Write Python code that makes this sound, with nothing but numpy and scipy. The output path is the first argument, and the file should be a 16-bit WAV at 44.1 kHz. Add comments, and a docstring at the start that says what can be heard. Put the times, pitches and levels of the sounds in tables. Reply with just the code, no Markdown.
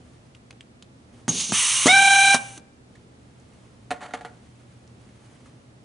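"""Setting a rivet nut

In a quiet workshop an air-powered tool sets one rivet nut in a small steel plate, close by.
The nut ticks on the mandrel. Air, made from coloured noise, rushes into the piston and blows off hard.
Then the air motor whines, a stack of wobbling tones over chopped noise, as it spins the mandrel out.
Last, a steel gauge knocks and scrapes in its plastic case, which rings as a set of decaying tones.
Cloth rustles now and then, over a steady bed of ventilation and hum."""
import sys
import numpy as np
from scipy import signal
from scipy.fft import rfft, irfft
from scipy.io import wavfile
from scipy.ndimage import uniform_filter1d

SR = 44100
rng = np.random.default_rng(int(sys.argv[2]) if len(sys.argv) > 2 else 0)


def to_wav(s):
    """Save 16-bit WAV."""
    ch = np.atleast_2d(s).T  # columns
    pcm = np.round(np.clip(ch, -1, 1) * 32767)  # PCM
    wavfile.write(sys.argv[1], SR, pcm.astype(np.int16))


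N = 257543
T = np.arange(N) / SR  # time of every sample, in seconds

# Moments at which the valves switch, in seconds
TRIGGER_S, RELIEF_S, SPIN_S, STOP_S, SHUT_S = 1.2805, 1.521, 1.858, 2.344, 2.577

# Air motor: the vane rate closes in on its free speed
START_HZ, FREE_HZ, RUN_UP_S = 480, 789, .019
# The freshly set thread holds the motor back until it comes loose
DRAG_HZ, DRAG_S, LOOSEN_S = 49, .053, .018
# The whine grows with speed and sags with the line pressure
WHINE_DB, WHINE_SPEED_POWER, WHINE_SAG_DB_PER_S = -12.3, 6, 5.5
# The exhaust gulps extra air while the rotor is still slow
EXHAUST_DB, GULP_DB, GULP_S = -21, 5, .02
# After the stop valve the motor runs on for a moment, then brakes and dies away
RUN_ON_S, BRAKE_HZ_PER_S, WHINE_RELEASE_S, EXHAUST_RELEASE_S = .004, 200, .013, .016

# The tones of the whine. Each row: multiple of the vane rate, relative level in dB,
# extra level while spinning up in dB, throb per mandrel turn in dB, random flutter in dB.
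WHINE_TONES = [(1, -0.8, -1, .3, 1.2), (2, -2.8, -8, 3.5, 2.5), (3, 1, 1.5, 1.54, 1.5), (4, -16, 3, 2, 3),
               (5, -8, 3, 0.5, 2), (6, -27, 0, 2, 3), (7, -21.5, -0.5, 2, 5), (8, -21, 0.5, 2.5, 3.5),
               (12, -17.5, -1.5, 2.5, 2.5)]
# Colour of the motor exhaust. Each row: frequency in Hz, relative level in dB.
EXHAUST_SPECTRUM = [(70, -18.5), (160, -5), (400, -14.5), (950, -7.5), (1700, -11.5), (2520, -5),
                    (2700, -1), (4000, -0.5), (4400, -11), (5150, -14), (5550, -1.5), (7200, -3.5),
                    (8400, 0.5), (9500, -3)]


def motor(jitter=.005, chop_depth=0.38, labour_db=2.8):
    """Vanes chop the exhaust like a siren; speed and strength wobble once per turn of the geared mandrel."""
    running, end = since(SPIN_S), STOP_S + RUN_ON_S
    spinning_up = gate(SPIN_S, SPIN_S + DRAG_S, fall=LOOSEN_S)

    run_up = (FREE_HZ - START_HZ) * np.exp(-(running / RUN_UP_S) ** 2)
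    vane_hz = FREE_HZ - run_up - DRAG_HZ * spinning_up
    vane_hz = np.maximum(vane_hz - BRAKE_HZ_PER_S * since(STOP_S), 0)
    # the mandrel makes about 34 turns a second
    turn = 2 * np.pi * np.cumsum(34 * (1 + .05 * walk(15))) / SR
    speed = vane_hz * (1 + .011 * np.sin(turn))
    phase = 2 * np.pi * np.cumsum(speed * (1 + jitter * walk(400))) / SR

    whine = 0
    for multiple, db, start_db, throb_db, flutter_db in WHINE_TONES:
        wobble_db = flutter_db * walk(45) - throb_db * np.sin(turn)
        strength = undb(db + start_db * spinning_up + wobble_db)
        # the muffler smears each puff, so the overtones do not peak together
        whine = whine + strength * np.cos(multiple * phase + multiple ** 2 * np.pi / 2)
    whine = whine / np.std(whine[(T > SPIN_S) & (T < STOP_S)])
    drive_db = WHINE_DB + labour_db * spinning_up - WHINE_SAG_DB_PER_S * running
    drive = (vane_hz / FREE_HZ) ** WHINE_SPEED_POWER * undb(drive_db)
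    whine = whine * drive * gate(SPIN_S, end, fall=WHINE_RELEASE_S)

    flow_db = EXHAUST_DB + GULP_DB * np.exp(-running / GULP_S)
    flow = gate(SPIN_S, end, fall=EXHAUST_RELEASE_S) * undb(flow_db)
    chop = 1 + chop_depth * np.cos(phase) * gate(SPIN_S, end)
    return whine + jet(flow, EXHAUST_SPECTRUM, flicker_db=0.7, chop=chop)


# The relief valve opens gradually, then sags with the line pressure
RELIEF_DB, RELIEF_OPEN_S, RELIEF_SAG_DB_PER_S = -16.7, .014, 8.5
# Once the motor stops, the line bleeds away
BLEED_DB, BLEED_SAG_DB_PER_S = -37, 42

# Colour of the air blown off. Each row: frequency in Hz, relative level in dB.
RELIEF_SPECTRUM = [(100, -24), (350, -25.5), (750, -19), (980, -6), (1200, -3), (1500, -11), (2300, -1.5),
                   (2900, 0), (3700, -2.5), (4900, -8), (6200, 1.5), (7200, -3.5), (8400, 1), (9500, -1)]


def relief_and_bleed():
    """Pressure drives air out of the relief path: a full blast, and later a fast-fading bleed."""
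    opening = gate(RELIEF_S, SPIN_S) * (1 - np.exp(-since(RELIEF_S) / RELIEF_OPEN_S))
    relief_flow = opening * undb(RELIEF_DB - RELIEF_SAG_DB_PER_S * since(RELIEF_S))
    bleed_flow = gate(STOP_S, SHUT_S) * undb(BLEED_DB - BLEED_SAG_DB_PER_S * since(STOP_S))
    return jet(relief_flow, RELIEF_SPECTRUM) + jet(bleed_flow, RELIEF_SPECTRUM)


FILL_DB = -31  # steady flow into the piston

# Colour of the air filling the piston. Each row: frequency in Hz, relative level in dB.
FILL_SPECTRUM = [(80, -16.5), (200, -5.5), (500, -21), (1200, -17.5), (1800, -20), (2300, -9.5), (3700, -5),
                 (4700, -7.5), (5300, -6), (5900, -3.5), (6550, 0.5), (7300, -7), (8500, -9), (10000, -9.5)]
# Extra flow as the nut gives way. Each row: time of the peak in seconds, level in dB, half width in seconds.
NUT_YIELDS = [(1.404, -25.6, .033), (1.494, -31, .01)]


def piston_fill():
    """Air rushes into the piston in a steady flow that swells as the nut gives way."""
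    flow = gate(TRIGGER_S, RELIEF_S) * np.hypot(undb(FILL_DB), swells(NUT_YIELDS))
    return jet(flow, FILL_SPECTRUM, flicker_db=1.2)


WHISTLE_HZ, WHISTLE_DB = 6545, -41

# Chirp as the inlet valve lifts. Each row: time of the peak in seconds, level in dB, half width in seconds.
INLET_CHIRP = [(1.295, -21.5, .005)]


def inlet_whistle():
    """The inlet valve whistles faintly, with an unsteady pitch, all the while the piston fills."""
    pitch = WHISTLE_HZ + 45 * walk(200) - 30 * fade(TRIGGER_S, 0.17)
    tone = np.sqrt(2) * np.sin(2 * np.pi * np.cumsum(pitch) / SR) * undb(2.0 * walk(120))
    return tone * gate(TRIGGER_S, RELIEF_S) * np.hypot(undb(WHISTLE_DB), swells(INLET_CHIRP))


# Kicks of valves, piston and rotor. Each row: start in seconds, thump level in dB, thump pitch in Hz,
# time for the thump to drop 60 dB in seconds, air crack level in dB, time for the crack to drop 60 dB
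# in seconds. Both levels are set before the bass cut.
VALVE_KICKS = [(TRIGGER_S, -18, 220, .055, -19.5, .022), (1.288, -21, 171, .3, -30, .04),
               (1.493, -30.5, 199, .15, -45, .02), (RELIEF_S, -17, 205, .055, -17, .028),
               (SPIN_S, -8, 290, .048, -20, .1), (1.8665, -14, 480, .065, -11.5, .07),
               (STOP_S, -19, 245, .069, -10, .05), (SHUT_S, -41, 300, .05, -34, .027)]
# Colour of the air cracks. Each row: frequency in Hz, relative level in dB.
CRACK_SPECTRUM = [(100, -9.5), (500, -2.5), (1100, 5.5), (2300, -8), (4500, -7.5), (7000, -5), (10000, -10)]


def valves(rumble_share=.4, low_cut_hz=115):
    """Each switch of pressure and each jolt of piston or rotor gives a low thump and a crack of air."""
    crack = noise(CRACK_SPECTRUM)
    rumble = noise([(30, -14), (150, 2), (340, -0.5), (520, -7.5), (1200, -24), (5000, -62)])
    thumps, cracks = 0, 0
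    for start, thump_db, hz, thump_t60, crack_db, crack_t60 in VALVE_KICKS:
        thump = 0.83 * np.sin(2 * np.pi * hz * (T - start)) + rumble_share * rumble
        thumps = thumps + undb(thump_db) * thump * fade(start, thump_t60)
        cracks = cracks + undb(crack_db) * crack * fade(start, crack_t60)
    # so small a tool radiates little deep bass
    bass_cut = signal.butter(2, low_cut_hz, "high", fs=SR, output="sos")
    return signal.sosfilt(bass_cut, thumps + cracks)


# Light metal ticks of nut and plate. Each row: start in seconds, rough peak level in dB, ring pitch in Hz,
# time to drop 60 dB in seconds.
METAL_TICKS = [(.349, -36.5, 2950, .025), (.5074, -25.5, 2400, .016), (.527, -42, 1800, .02),
               (.608, -30.5, 2940, .02), (.8242, -30.5, 3560, .023), (2.953, -43.5, 1710, .081),
               (3.399, -47, 7000, .02), (4.876, -44, 5500, .015), (5.091, -46.5, 2020, .04),
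               (5.4577, -45, 1195, .08)]
# Colour of the tick's crack. Each row: frequency in Hz, relative level in dB.
TICK_SPECTRUM = [(300, -21), (1200, -3), (2400, -10), (4000, -4), (5500, -16), (7500, -8), (10000, -13)]


def ticks(crack_share=0.52, ring_q=3.6):
    """Small hand-damped metal parts touch: a crack with one brief broad ring."""
    crack, out = noise(TICK_SPECTRUM), 0
    for start, db, hz, t60 in METAL_TICKS:
        ring = unit(resonate(rng.standard_normal(N), hz, ring_q))
        # noise peaks at about pi times its rms
        out = out + undb(db) * (ring + crack_share * crack) * fade(start, t60) / np.pi
    return out


# Every knock rebounds twice and leaves the gauge rattling (rattle in dB relative to the knock)
REBOUND_S, REBOUND_LOSS_DB, RATTLE_DB, RATTLE_T60_S = .0068, 10, -17, .27
# The gauge is dragged once across the case
SLIDE_S, SLIDE_DB, SLIDE_ATTACK_S, SLIDE_HOLD_S, SLIDE_RELEASE_S = 4.004, -36.6, .024, .042, .038

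# Ringing modes of the case on the bench. Each row: pitch in Hz, relative level in dB,
# time to drop 60 dB in seconds.
CASE_MODES = [(188, -11.5, 0.14), (265, -3, 0.072), (465, -8, 0.11), (574, -3, 0.084), (733.6, 3.5, 0.071),
              (852, -7, 0.093), (1083, -13, 0.15), (1400, -1, 0.059), (1687, -6, 0.049), (1868, -6, 0.085),
              (2210, -14, .05), (2514, -20, .04), (2820, -26, 0.038), (3520, -20, 0.026),
              (4490, -14, 0.026), (6750, -19, 0.027)]
# Gauge knocking on the case. Each row: start in seconds, strength of the blow in dB,
# contact crack in dB relative to the blow, first rebound in dB relative to the knock.
GAUGE_KNOCKS = [(3.9062, -17.5, -4.5, 2), (4.007, -33, -10, -10), (4.109, -37, -6, -14),
                (4.1364, -21, -1, -5), (4.2093, -30.5, -8, -8), (4.2485, -27.5, -4, -16)]


def case(ring_db=-12.5, crack_t60=0.031, slip_rate=700, grit_share=0.7):
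    """The gauge knocks, rattles and scrapes in its plastic case; blows and slips ring the same modes."""
    t = T[:SR // 3]
    body = 0
    for k, (hz, db, t60) in enumerate(CASE_MODES):
        body = body + undb(db) * (-1) ** k * np.sin(2 * np.pi * hz * t) * undb(-60 * t / t60)
    contact = noise([(150, -14), (700, 8), (1600, 6.5), (2400, .5), (4000, -5), (5200, -13.5),
                     (7300, -10.5), (10000, -13)])

    blows, cracks = np.zeros(N), 0
    slide = gate(SLIDE_S, SLIDE_S + SLIDE_HOLD_S, rise=SLIDE_ATTACK_S, fall=SLIDE_RELEASE_S)
    rubbing = undb(SLIDE_DB) * slide
    for start, db, crack_db, rebound_db in GAUGE_KNOCKS:
        first_db = db + rebound_db
        for k, blow_db in enumerate([db, first_db, first_db - REBOUND_LOSS_DB]):
            hit = start + k * REBOUND_S
            blows[int(hit * SR)] += undb(blow_db)
            cracks = cracks + undb(blow_db + crack_db) * .5 * contact * fade(hit, crack_t60)
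        rubbing = np.hypot(rubbing, undb(db + RATTLE_DB) * fade(start, RATTLE_T60_S))

    # rubbing is a shower of tiny slips (about slip_rate a second) with gritty noise
    slips = rng.standard_normal(N) * (rng.random(N) < slip_rate / SR)
    slip_ring = unit(signal.fftconvolve(slips, body)[:N])
    scrape = unit(slip_ring + grit_share * contact * undb(2.5 * walk(150)))
    knock_ring = undb(ring_db) * signal.fftconvolve(blows, body)[:N]
    return knock_ring + cracks + scrape * rubbing


# Colour of rustling cloth. Each row: frequency in Hz, relative level in dB.
CLOTH_SPECTRUM = [(200, -9), (1000, 1), (2500, -3), (5000, -10.5), (10000, -9)]
# Arm movements that rustle the shirt sleeves. Each row: time of the peak in seconds, level in dB,
# half width in seconds.
SLEEVE_MOVES = [(.05, -68, .35), (1.17, -63.5, .035), (3.6, -66, .4), (4.55, -67, .4), (5.3, -61, .22)]


def sleeves():
    """Cloth brushes unevenly, swelling and fading with each move of an arm."""
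    return noise(CLOTH_SPECTRUM) * swells(SLEEVE_MOVES) * undb(2.5 * walk(40))


# Nearby surfaces. Each row: echo delay in seconds, level in dB relative to the direct sound.
SURFACE_ECHOES = [(.0083, -19), (.0197, -17)]


def workshop(x, wet_db=-16.5, t60_low=0.58, t60_high=.46, scatter_db=-8.5, scatter_t60=.035, width=0.9):
    """Direct sound, treble scattered off hands and bench, two echoes and a soft tail; wider towards the top."""
    t = T[:int(.8 * SR)]
    low_pass = signal.butter(2, 2200, fs=SR, output="sos")
    high_pass = signal.butter(1, 3500, "high", fs=SR, output="sos")
    side_pass = signal.butter(1, 500, "high", fs=SR, output="sos")
    low_decay = undb(-60 * t / t60_low)
    mid, side = rng.standard_normal((2, len(t)))
    side = width * signal.sosfilt(side_pass, side)
    out = []
    for field in (mid + side, mid - side):
        tail = signal.sosfilt(low_pass, field) * low_decay + .45 * field * undb(-60 * t / t60_high)
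        scatter = signal.sosfilt(high_pass, field) * undb(-60 * t / scatter_t60)
        response = tail * undb(wet_db) / np.linalg.norm(low_decay)
        response = response + scatter * undb(scatter_db) / np.linalg.norm(scatter)
        for delay, db in SURFACE_ECHOES:
            response[int(delay * SR)] += undb(db)
        out.append(x + signal.fftconvolve(x, response)[:N])
    return np.array(out)


VENT_DB = -52.5  # overall level of the ventilation

# Colour of the ventilation. Each row: frequency in Hz, relative level in dB.
VENT_SPECTRUM = [(15, -58.5), (25, -28), (70, -8), (91, -14), (123, -0.5), (146, -10.5), (242, -9),
                 (381, -17), (479, -17.5), (813, -24.5), (946, -28.5), (1280, -29.5), (1450, -32.5),
                 (1650, -32.5), (10400, -41.5), (13500, -69.5), (22000, -120)]
# Steady low hum. Each row: pitch in Hz, typical level in dB.
HUM_TONES = [(81, -65.5), (120, -58.5), (240, -66)]


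def background():
    """Ventilation noise and humming tones in the middle, a faint wide hiss around them."""
    hum = 0
    for hz, db in HUM_TONES:
        hum = hum + np.sqrt(2) * undb(db + 2.6 * walk(5)) * np.sin(2 * np.pi * hz * T)
    vent = noise(VENT_SPECTRUM) * undb(VENT_DB + .8 * walk(8))
    wide = noise([(30, -5.5), (150, -5), (400, -4), (1200, -10.5), (10000, -27.5)]) * undb(-59.5)
    return hum + vent + np.array([wide, -wide])  # opposite signs left and right


# Cavities in the housing that colour the escaping air. Each row: pitch in Hz, sharpness Q (no unit),
# level in dB relative to the plain air noise.
HOUSING_CAVITIES = [(1040, 14, -8), (2850, 42, 1), (3750, 45, -3), (5580, 65, -5.5), (6510, 60, -8),
                    (8320, 60, -6), (9400, 50, -1)]


def jet(flow, colour, flicker_db=0, chop=1):
    """Turbulent air rings the housing and leaves by one path, as loud as its flow."""
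    air = rng.standard_normal(N) * chop
    air = air + sum(undb(db) * resonate(air, hz, q) for hz, q, db in HOUSING_CAVITIES)
    return shape(air, colour) * flow * undb(flicker_db * walk(90))


def undb(db):
    """Decibels to gain."""
    return 10 ** (np.asarray(db) / 20)


def unit(x):
    """Scale to rms 1."""
    return x / np.sqrt(np.mean(x ** 2))


def since(start):
    """Seconds gone by since start, zero before it."""
    return np.maximum(T - start, 0)


def gate(start, end, rise=.002, fall=.006):
    """A valve that opens in a straight ramp at start and dies away exponentially after end."""
    return np.clip((T - start) / rise, 0, 1) * np.exp(-np.maximum(T - end, 0) / fall)


def fade(start, t60):
    """Exponential decay from a sudden start, dropping 60 dB in t60 seconds."""
    return (T >= start) * np.exp(-np.log(1000) * np.clip((T - start) / t60, 0, 10))


def swells(rows):
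    """Bell-shaped rises and falls, summed in power."""
    power = 0
    for peak, db, width in rows:
        power = power + (undb(db) * np.exp(-.5 * ((T - peak) / width) ** 2)) ** 2
    return np.sqrt(power)


def walk(rate):
    """Smooth random wandering of rms 1, with about rate new values a second."""
    k = max(int(SR / rate), 1)
    steps = np.repeat(rng.standard_normal(N // k + 1), k)
    return unit(uniform_filter1d(steps, k)[:N])


def shape(x, colour):
    """Filter x by a (Hz, dB) curve and scale it to rms 1."""
    hz, db = np.transpose(colour)
    f = np.fft.rfftfreq(N, 1 / SR)
    gain = undb(np.interp(np.log(f + 1), np.log(hz), db))
    return unit(irfft(rfft(x) * gain, N))


def noise(colour):
    """Noise of rms 1 with a (Hz, dB) spectrum."""
    return shape(rng.standard_normal(N), colour)


def resonate(x, hz, q):
    """Band-pass with gain 1 at the centre."""
    return signal.lfilter(*signal.iirpeak(min(hz, SR / 3), max(q, 1), fs=SR), x)


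def scene():
    """Tool, case and sleeves sound in the workshop; everything leans slightly to the right."""
    air = relief_and_bleed() + piston_fill() + inlet_whistle()
    near = motor() + air + valves() + ticks() + case() + sleeves()
    right_db = 0.8  # how much louder the right side is
    balance = undb(np.array([[-right_db], [right_db]]) / 2)
    return (workshop(near) + background()) * balance


CUT_HZ = 10300


def record(dry):
    """The very highest peaks are rounded and the top of the treble is cut steeply."""
    rounded = dry / (1 + (dry / .85) ** 6) ** (1 / 6)
    top_cut = signal.ellip(12, .1, 85, CUT_HZ, fs=SR, output="sos")
    return signal.sosfilt(top_cut, rounded)


dry = scene()
out = record(dry)
to_wav(out)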